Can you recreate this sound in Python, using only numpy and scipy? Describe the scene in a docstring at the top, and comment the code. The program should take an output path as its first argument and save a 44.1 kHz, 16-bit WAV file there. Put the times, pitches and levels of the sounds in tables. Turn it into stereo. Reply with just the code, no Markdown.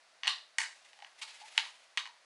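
"""A faint hiss fills a small bedroom; then a cable plug scrapes in and snaps home on a plastic game controller.
Close to the two-port microphone, shell and buttons click: damped modes under cracks and buzz.
Sleeves rustle and skin slips as coloured noise, fingers tick as softer contacts, and one fingertip
squeaks as a rough gliding tone as it is lowered. A short diffuse tail brings the walls' answer."""
import sys
import numpy as np
from scipy import signal
from scipy.fft import rfft, irfft, next_fast_len
from scipy.io import wavfile
from scipy.ndimage import map_coordinates

SR = 44100
rng = np.random.default_rng(int(sys.argv[2]) if len(sys.argv) > 2 else 0)


def file_out(sig):
    """Save sig as 16-bit WAV at sys.argv[1]."""
    # one column per channel
    cols = np.atleast_2d(sig).T
    # limit, then scale
    lim = np.clip(cols, -1, 1)
    pcm = np.round(lim * 32767).astype(np.int16)
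    wavfile.write(sys.argv[1], SR, pcm)


N = 99225
TIME = np.arange(N) / SR  # seconds

# Likeness of the two ports for the close sounds and the hiss.
# Each row: frequency in Hz, left-right correlation from 0 to 1.
PORT_LIKENESS = [(60, 1), (300, 0.74), (900, 0.41), (2500, 0.43), (5000, 0.067), (10000, .15)]
SLIP_ROOM_DB = -5.5  # room tail against the direct sound, for scrapes and squeak


def amp(db):
    """Decibels to gain."""
    return 10 ** (np.asarray(db) / 20)


def unit(x):
    """Scale to rms 1."""
    return x / np.sqrt(np.mean(x ** 2) + 1e-20)


def along(points, hz):
    """Read (Hz, value) points along a logarithmic frequency axis."""
    point_hz, value = np.transpose(points)
    return np.interp(np.log(hz + 1), np.log(point_hz + 1), value)


def filtered(x, response):
    """Shape x by a zero-phase frequency response."""
    size = x.shape[-1]
    padded = next_fast_len(size + 4096)  # room for the filter's ringing
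    spectrum = rfft(x, padded) * response(np.fft.rfftfreq(padded, 1 / SR))
    return irfft(spectrum, padded)[..., :size]


def wobble(rate):
    """A smooth random curve with rate knots a second, for flutter and roughness."""
    knots = rng.standard_normal(N // 8)
    return map_coordinates(knots, [TIME * rate], mode="wrap")


def noise(spectrum, likeness, size):
    """Coloured stereo noise of rms 1; the mid-side balance sets how alike the ports are."""
    def mid_and_side(hz):
        turn = np.arccos(np.clip(along(likeness, hz), -1, 1)) / 2
        return amp(along(spectrum, hz)) * [np.cos(turn), np.sin(turn)]

    mid, side = filtered(rng.standard_normal((2, size)), mid_and_side)
    return unit(np.array([mid + side, mid - side]))


def add(out, start_s, x):
    """Mix x into out at a time in seconds."""
    i = int(round(start_s * SR))
    out[:, i:i + x.shape[1]] += x[:, :N - i]


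def in_room(x, room_db):
    """The close sound plus a decaying diffuse tail that swells when the nearest walls answer."""
    # Colour of the tail. Each row: frequency in Hz, level in dB.
    room_colour = [(400, 0), (900, 1.5), (1300, 3.5), (2000, 0), (3000, -3), (4300, 3), (6500, -1.5),
                   (11000, 0)]
    # Likeness of the tail at the two ports. Each row: frequency in Hz, left-right correlation.
    room_likeness = [(500, 0.83), (2000, 0.8), (3500, 0.55), (6000, .1)]
    # Decay of the room. Each row: frequency in Hz, time to fall 60 dB in seconds.
    room_t60 = [(500, 0.44), (1300, 0.29), (3500, 0.31), (9000, 0.34)]
    onset_s, wall_s, wall_fade_s, wall_gain = 0.002, 0.0155, 0.0071, 1.11

    steady = noise(room_colour, room_likeness, size=SR // 2)
    hz, t, bands = signal.stft(steady, SR, nperseg=256)
    decay = amp(-60 * t / along(room_t60, hz)[:, None])
    tail = signal.istft(bands * decay, SR, nperseg=256)[1]

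    t = np.arange(tail.shape[1]) / SR
    onset = np.clip(t / onset_s, 0, 1) ** 2
    walls = 1 + wall_gain * (t > wall_s) * np.exp(-abs(t - wall_s) / wall_fade_s)
    tail = tail * onset * walls
    direct = t == 0
    response = amp(room_db) * tail / np.linalg.norm(tail[0]) + direct
    return signal.fftconvolve(x, response, axes=1)


def hiss():
    """A faint steady hiss in the room, as coloured noise."""
    # Each row: frequency in Hz, relative level in dB.
    hiss_colour = [(25, -27), (60, -31), (130, -26.5), (250, -21), (420, -14.5), (650, -2), (850, -5.5),
                   (1200, -5), (1900, -4), (3000, -8.5), (4500, -6.5), (7000, -14), (11000, -20),
                   (14000, -57)]
    return amp(-63.5) * noise(hiss_colour, PORT_LIKENESS, size=N)


def ring(modes, t, rise_s, line_hz=0):
    """Damped modes, each reaching the two ports a little out of step; line_hz blurs their pitch."""
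    # How far out of step. Each row: frequency in Hz, phase scatter in radians, opposite at the ports.
    port_scatter = [(800, .15), (2200, 0.13), (3200, 0.18), (5000, 1), (10000, 1)]
    hz, db, t60 = np.transpose(modes)[:, :, None]
    level_scatter, skew = rng.standard_normal((2, len(modes), 1))
    skew = skew * along(port_scatter, hz) * np.array([1, -1])[:, None, None]
    sign = (-1) ** np.arange(len(modes))[:, None]
    drift = 0
    if line_hz:
        # A random walk of phase widens each mode into a line.
        steps = rng.standard_normal((len(modes), len(t)))
        drift = np.cumsum(steps, axis=1) * np.sqrt(2 * np.pi * line_hz / SR)
    level = amp(db + 0.5 * level_scatter - 60 * t / t60)
    waves = sign * level * np.sin(2 * np.pi * hz * t + skew + drift)
    return waves.sum(1) * (1 - np.exp(-t / rise_s))


def contact(pitch_hz, emphasis_db, crack_db, hollow_hz, knock_db, ring_db):
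    """One plastic contact: ringing shell, hollow and springs under bursts of crack, buzz and thud."""
    # Modes of the shell. Each row: frequency in Hz, level in dB, time to fall 60 dB in seconds.
    shell_modes = [(1384, -24, 0.025), (1637, -4, 0.0091), (1910, -4, 0.018), (2200, -6.5, 0.016),
                   (2530, -5.5, 0.012), (2850, -4.5, 0.017), (3036, -2.5, 0.013), (3400, -10, 0.018),
                   (3800, -11, 0.021), (4190, -5, 0.01), (4580, -6.5, 0.012), (5020, -15, 0.019),
                   (6250, -8, 0.0089), (7270, -41, 0.01)]
    # The hollow between case and hands, tuned by the grip.
    # Each row: ratio to the hollow's pitch, level in dB, time to fall 60 dB in seconds.
    hollow_modes = [(0.822, -22.5, 0.029), (1.001, -12.5, .036), (1.15, -23, 0.026)]
    # Small loose parts, such as springs, that ring on.
    # Each row: frequency in Hz, level in dB, time to fall 60 dB in seconds.
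    spring_modes = [(1942, -29, 0.18), (2776, -17.5, 0.092), (2945, -32, .15), (3650, -23, 0.33),
                    (3690, -42, 0.16), (3950, -27, 0.24), (4100, -28, 0.33), (4680, -26.5, 0.27),
                    (4960, -32, .18), (5400, -30.5, 0.13), (6330, -44, .25)]
    # Colour of the crack. Each row: frequency in Hz, relative level in dB.
    crack_colour = [(300, -31), (700, -17.5), (1500, -19.5), (3000, -1.5), (5000, 2), (7500, 2.5),
                    (10500, -8.5), (13000, -48)]
    # Dense, heavily damped buzz of the plastic parts. Each row: frequency in Hz, relative level in dB.
    buzz_colour = [(400, -57), (750, -15.5), (1050, 8), (1300, 2.5), (1900, -5), (3000, 7.5), (4500, -2.5),
                   (5600, 1), (8000, -28.5), (11000, -27)]
    # Faint push of the whole case. Each row: frequency in Hz, relative level in dB.
    thud_colour = [(30, 3.5), (150, 3), (350, 9), (600, -0.5), (1200, -11)]
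    mode_rise_s, hollow_rise_s = 0.00031, 0.0019
    spring_line_hz = 39.7  # loose parts chatter as they ring
    low_cut_hz = 660

    t = np.arange(SR // 6) / SR

    def burst(colour, db, t60):
        return noise(colour, PORT_LIKENESS, size=len(t)) * amp(db - 60 * t / t60)

    def emphasis(hz):
        """Lift in dB around the pitch favoured by where the shell is struck."""
        return emphasis_db * np.exp(-(np.log2(hz / pitch_hz) / 0.54) ** 2)

    shell = [(hz, db + emphasis(hz), t60) for hz, db, t60 in shell_modes]
    hollow = [(ratio * hollow_hz, db + knock_db, t60) for ratio, db, t60 in hollow_modes]
    body = ring(shell, t, mode_rise_s) + ring(hollow, t, hollow_rise_s)
    springs = amp(ring_db) * ring(spring_modes, t, mode_rise_s, spring_line_hz)
    crack = burst(crack_colour, -4 + crack_db, 0.017)
    buzz = burst(buzz_colour, -6, 0.025)
    high_pass = signal.butter(6, low_cut_hz, "high", fs=SR, output="sos")
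    thud = burst(thud_colour, -50.5, 0.12)  # stays below the high-pass
    return signal.sosfilt(high_pass, body + springs + crack + buzz) + thud


def clicks():
    """The plug and the buttons snap and chatter against the shell as sharp contacts."""
    # Each row: start in seconds, level in dB, favoured pitch in Hz, emphasis in dB, crack in dB,
    # hollow pitch in Hz, hollow knock in dB, spring ring in dB, room in dB, left over right in dB.
    click_rows = [ (0.2332, -30, 2660, 4, -13, 847, -6.5, -22, 0, -1.5),
                  (0.2449, -34.5, 2900, -2, -25, 850, 0, -6, -5, 6),
                  (.2570, -36.5, 2200, 6, -10, 756, 8, -12, -30, -3),
                  (0.2618, -33, 2530, -6.5, -19, 770, -1, -6, 3, -4),
                  (0.2711, -27, 3500, 4, -5, 910, -0.5, 4, 1.5, 4.5),
                  (0.2771, -21, 3400, 8.5, -4.5, 997, -16, 5, -1, -1),
                  (0.5841, -24, 2080, 8.5, 5.5, 912, 1, -11, -0.5, 0.5),
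                  (0.6043, -35.5, 2500, 3, 8, 850, -4, -31, -2, 2),
                  (0.6156, -35.5, 2200, 9.5, 6.5, 874, -8, -7, 4, -2.5),
                  (0.635, -37.5, 1820, 2.5, -13, 860, -3, -12, 6, -1),
                  (1.5776, -17.5, 2850, 8.5, -5, 907, 0, -4, -6.5, 2),
                  (1.5868, -28.5, 3040, 5, -4, 920, -17, -15, -0.5, -1.5),
                  (1.9734, -24.5, 2400, 5.5, -2, 980, -5, -22, -3, 1),
                  (1.9776, -31.5, 2240, 11, -14, 964, -5, -13, -14, 1),
                  (1.98, -38, 3800, 13.5, -6, 970, 6, -6, -4, 6.5),
                  (1.9825, -37, 3430, 14, -5, 950, 3, -19, -0.5, -7.5)]
    out = np.zeros((2, N))
    for row in click_rows:
        start_s, db, pitch_hz, emphasis_db, crack_db, hollow_hz, knock_db, ring_db, room_db, pan_db = row
        close = contact(pitch_hz, emphasis_db, crack_db, hollow_hz, knock_db, ring_db)
        port_db = db + np.array([[pan_db], [-pan_db]]) / 2
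        add(out, start_s, in_room(close, room_db) * amp(port_db))
    return out


def rustle():
    """Sleeves and hands brush as the controller is lowered: fluttering coloured noise."""
    # Each row: time in seconds, level in dB; silent outside these times.
    brush_level = [(.72, -68.5), (.82, -62.5), (.9, -64), (.97, -70.5), (1.07, -68), (1.14, -68.5),
                   (1.21, -60), (1.35, -57), (1.44, -57), (1.55, -53), (1.72, -56.5), (1.82, -65.5),
                   (1.95, -73.5)]
    # Each row: frequency in Hz, relative level in dB.
    brush_colour = [(200, -30), (500, -14.5), (850, -3.5), (1200, -8), (2000, 1.5), (3200, 0.5),
                    (4500, -3.5), (6500, -5.5), (11000, -13.5)]
    level_db = np.interp(TIME, *np.transpose(brush_level), left=-np.inf, right=-np.inf)
    flutter_db = 3.1 * wobble(70)
    brush = amp(level_db + flutter_db) * noise(brush_colour, PORT_LIKENESS, size=N)
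    return in_room(brush, -5.5)[:, :N]


def scrapes():
    """Short slips of skin and cable over the plastic: noise with a grainy level."""
    # Each row: start in seconds, length in seconds before the fall, level in dB.
    slips = [(0.844, 0.012, -58.5), (0.883, 0.017, -64), (1.2134, .021, -38.5), (1.274, 0.033, -50),
             (1.398, 0.027, -53)]
    # Each row: frequency in Hz, relative level in dB.
    slip_colour = [(300, -56), (600, -18.5), (860, -3), (1150, -10), (1900, -4), (2950, 3.5), (3500, -0.5),
                   (4300, 1), (5500, -7), (8000, -9.5), (11000, -18)]
    rise_s, fall_s, grain_db, grain_rate = 0.0039, 0.0068, 1, 300  # grain_rate in knots a second
    stroke = 0
    for start_s, length_s, db in slips:
        rise = np.clip((TIME - start_s) / rise_s, 0, 1)
        fall = np.exp(-np.maximum(TIME - start_s - length_s, 0) / fall_s)
        stroke = stroke + amp(db) * rise * fall
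    grain = unit(noise(slip_colour, PORT_LIKENESS, size=N) * amp(grain_db * wobble(grain_rate)))
    return in_room(stroke * grain, SLIP_ROOM_DB)[:, :N]


def taps():
    """Fingers shift their grip and tick on the case as soft contacts."""
    # Each row: start in seconds, level in dB, crack in dB, hollow pitch in Hz, hollow knock in dB.
    tap_rows = [(0.931, -50, -13, 845, 6), (.989, -53.5, -0.5, 810, 16.5), (1.002, -52, -12, 810, 6),
                (1.022, -43.5, -10, 813, 16.5), (1.046, -42, -20, 910, -1), (1.219, -42, -5, 900, 1),
                (1.232, -49.5, -3, 845, -9), (1.653, -40, -10, 890, -2), (1.661, -47, -16, 955, 18.5),
                (2.055, -39, -14, 1026, 8), (2.063, -41.5, -11, 875, 7.5), (2.073, -46.5, 0, 978, 17)]
    pitch_hz, emphasis_db, ring_db, room_db = 2400, 3.5, -12, -5
    out = np.zeros((2, N))
    for start_s, db, crack_db, hollow_hz, knock_db in tap_rows:
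        close = contact(pitch_hz, emphasis_db, crack_db, hollow_hz, knock_db, ring_db)
        add(out, start_s, amp(db) * in_room(close, room_db))
    return out


def squeak():
    """A faint rough tone that wavers and rises as a fingertip slides on the case."""
    # One row: start in seconds, length in seconds, first pitch in Hz, last pitch in Hz, level in dB.
    start_s, length_s, first_hz, last_hz, db = (1.413, .052, 800, 920, -55)
    waver_hz, rough_db, fade_db = 35, 3, 6
    progress = np.clip((TIME - start_s) / length_s, 0, 1)
    hz = first_hz + (last_hz - first_hz) * progress + waver_hz * wobble(300)
    edges = np.minimum(1, 10 * np.minimum(progress, 1 - progress))
    level = edges * amp(db - fade_db * progress + rough_db * wobble(240))
    tone = np.sqrt(2) * level * np.sin(2 * np.pi * np.cumsum(hz) / SR)
    return in_room(np.array([tone, tone]), SLIP_ROOM_DB)[:, :N]


def scene():
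    """All handling sounds over the room's hiss."""
    return hiss() + clicks() + rustle() + scrapes() + taps() + squeak()


def record(dry):
    """The recorder cuts steeply above its band limit."""
    top_hz = 11100
    return filtered(dry, lambda hz: 1 / np.sqrt(1 + (hz / top_hz) ** 200))


dry = scene()
out = record(dry)
file_out(out)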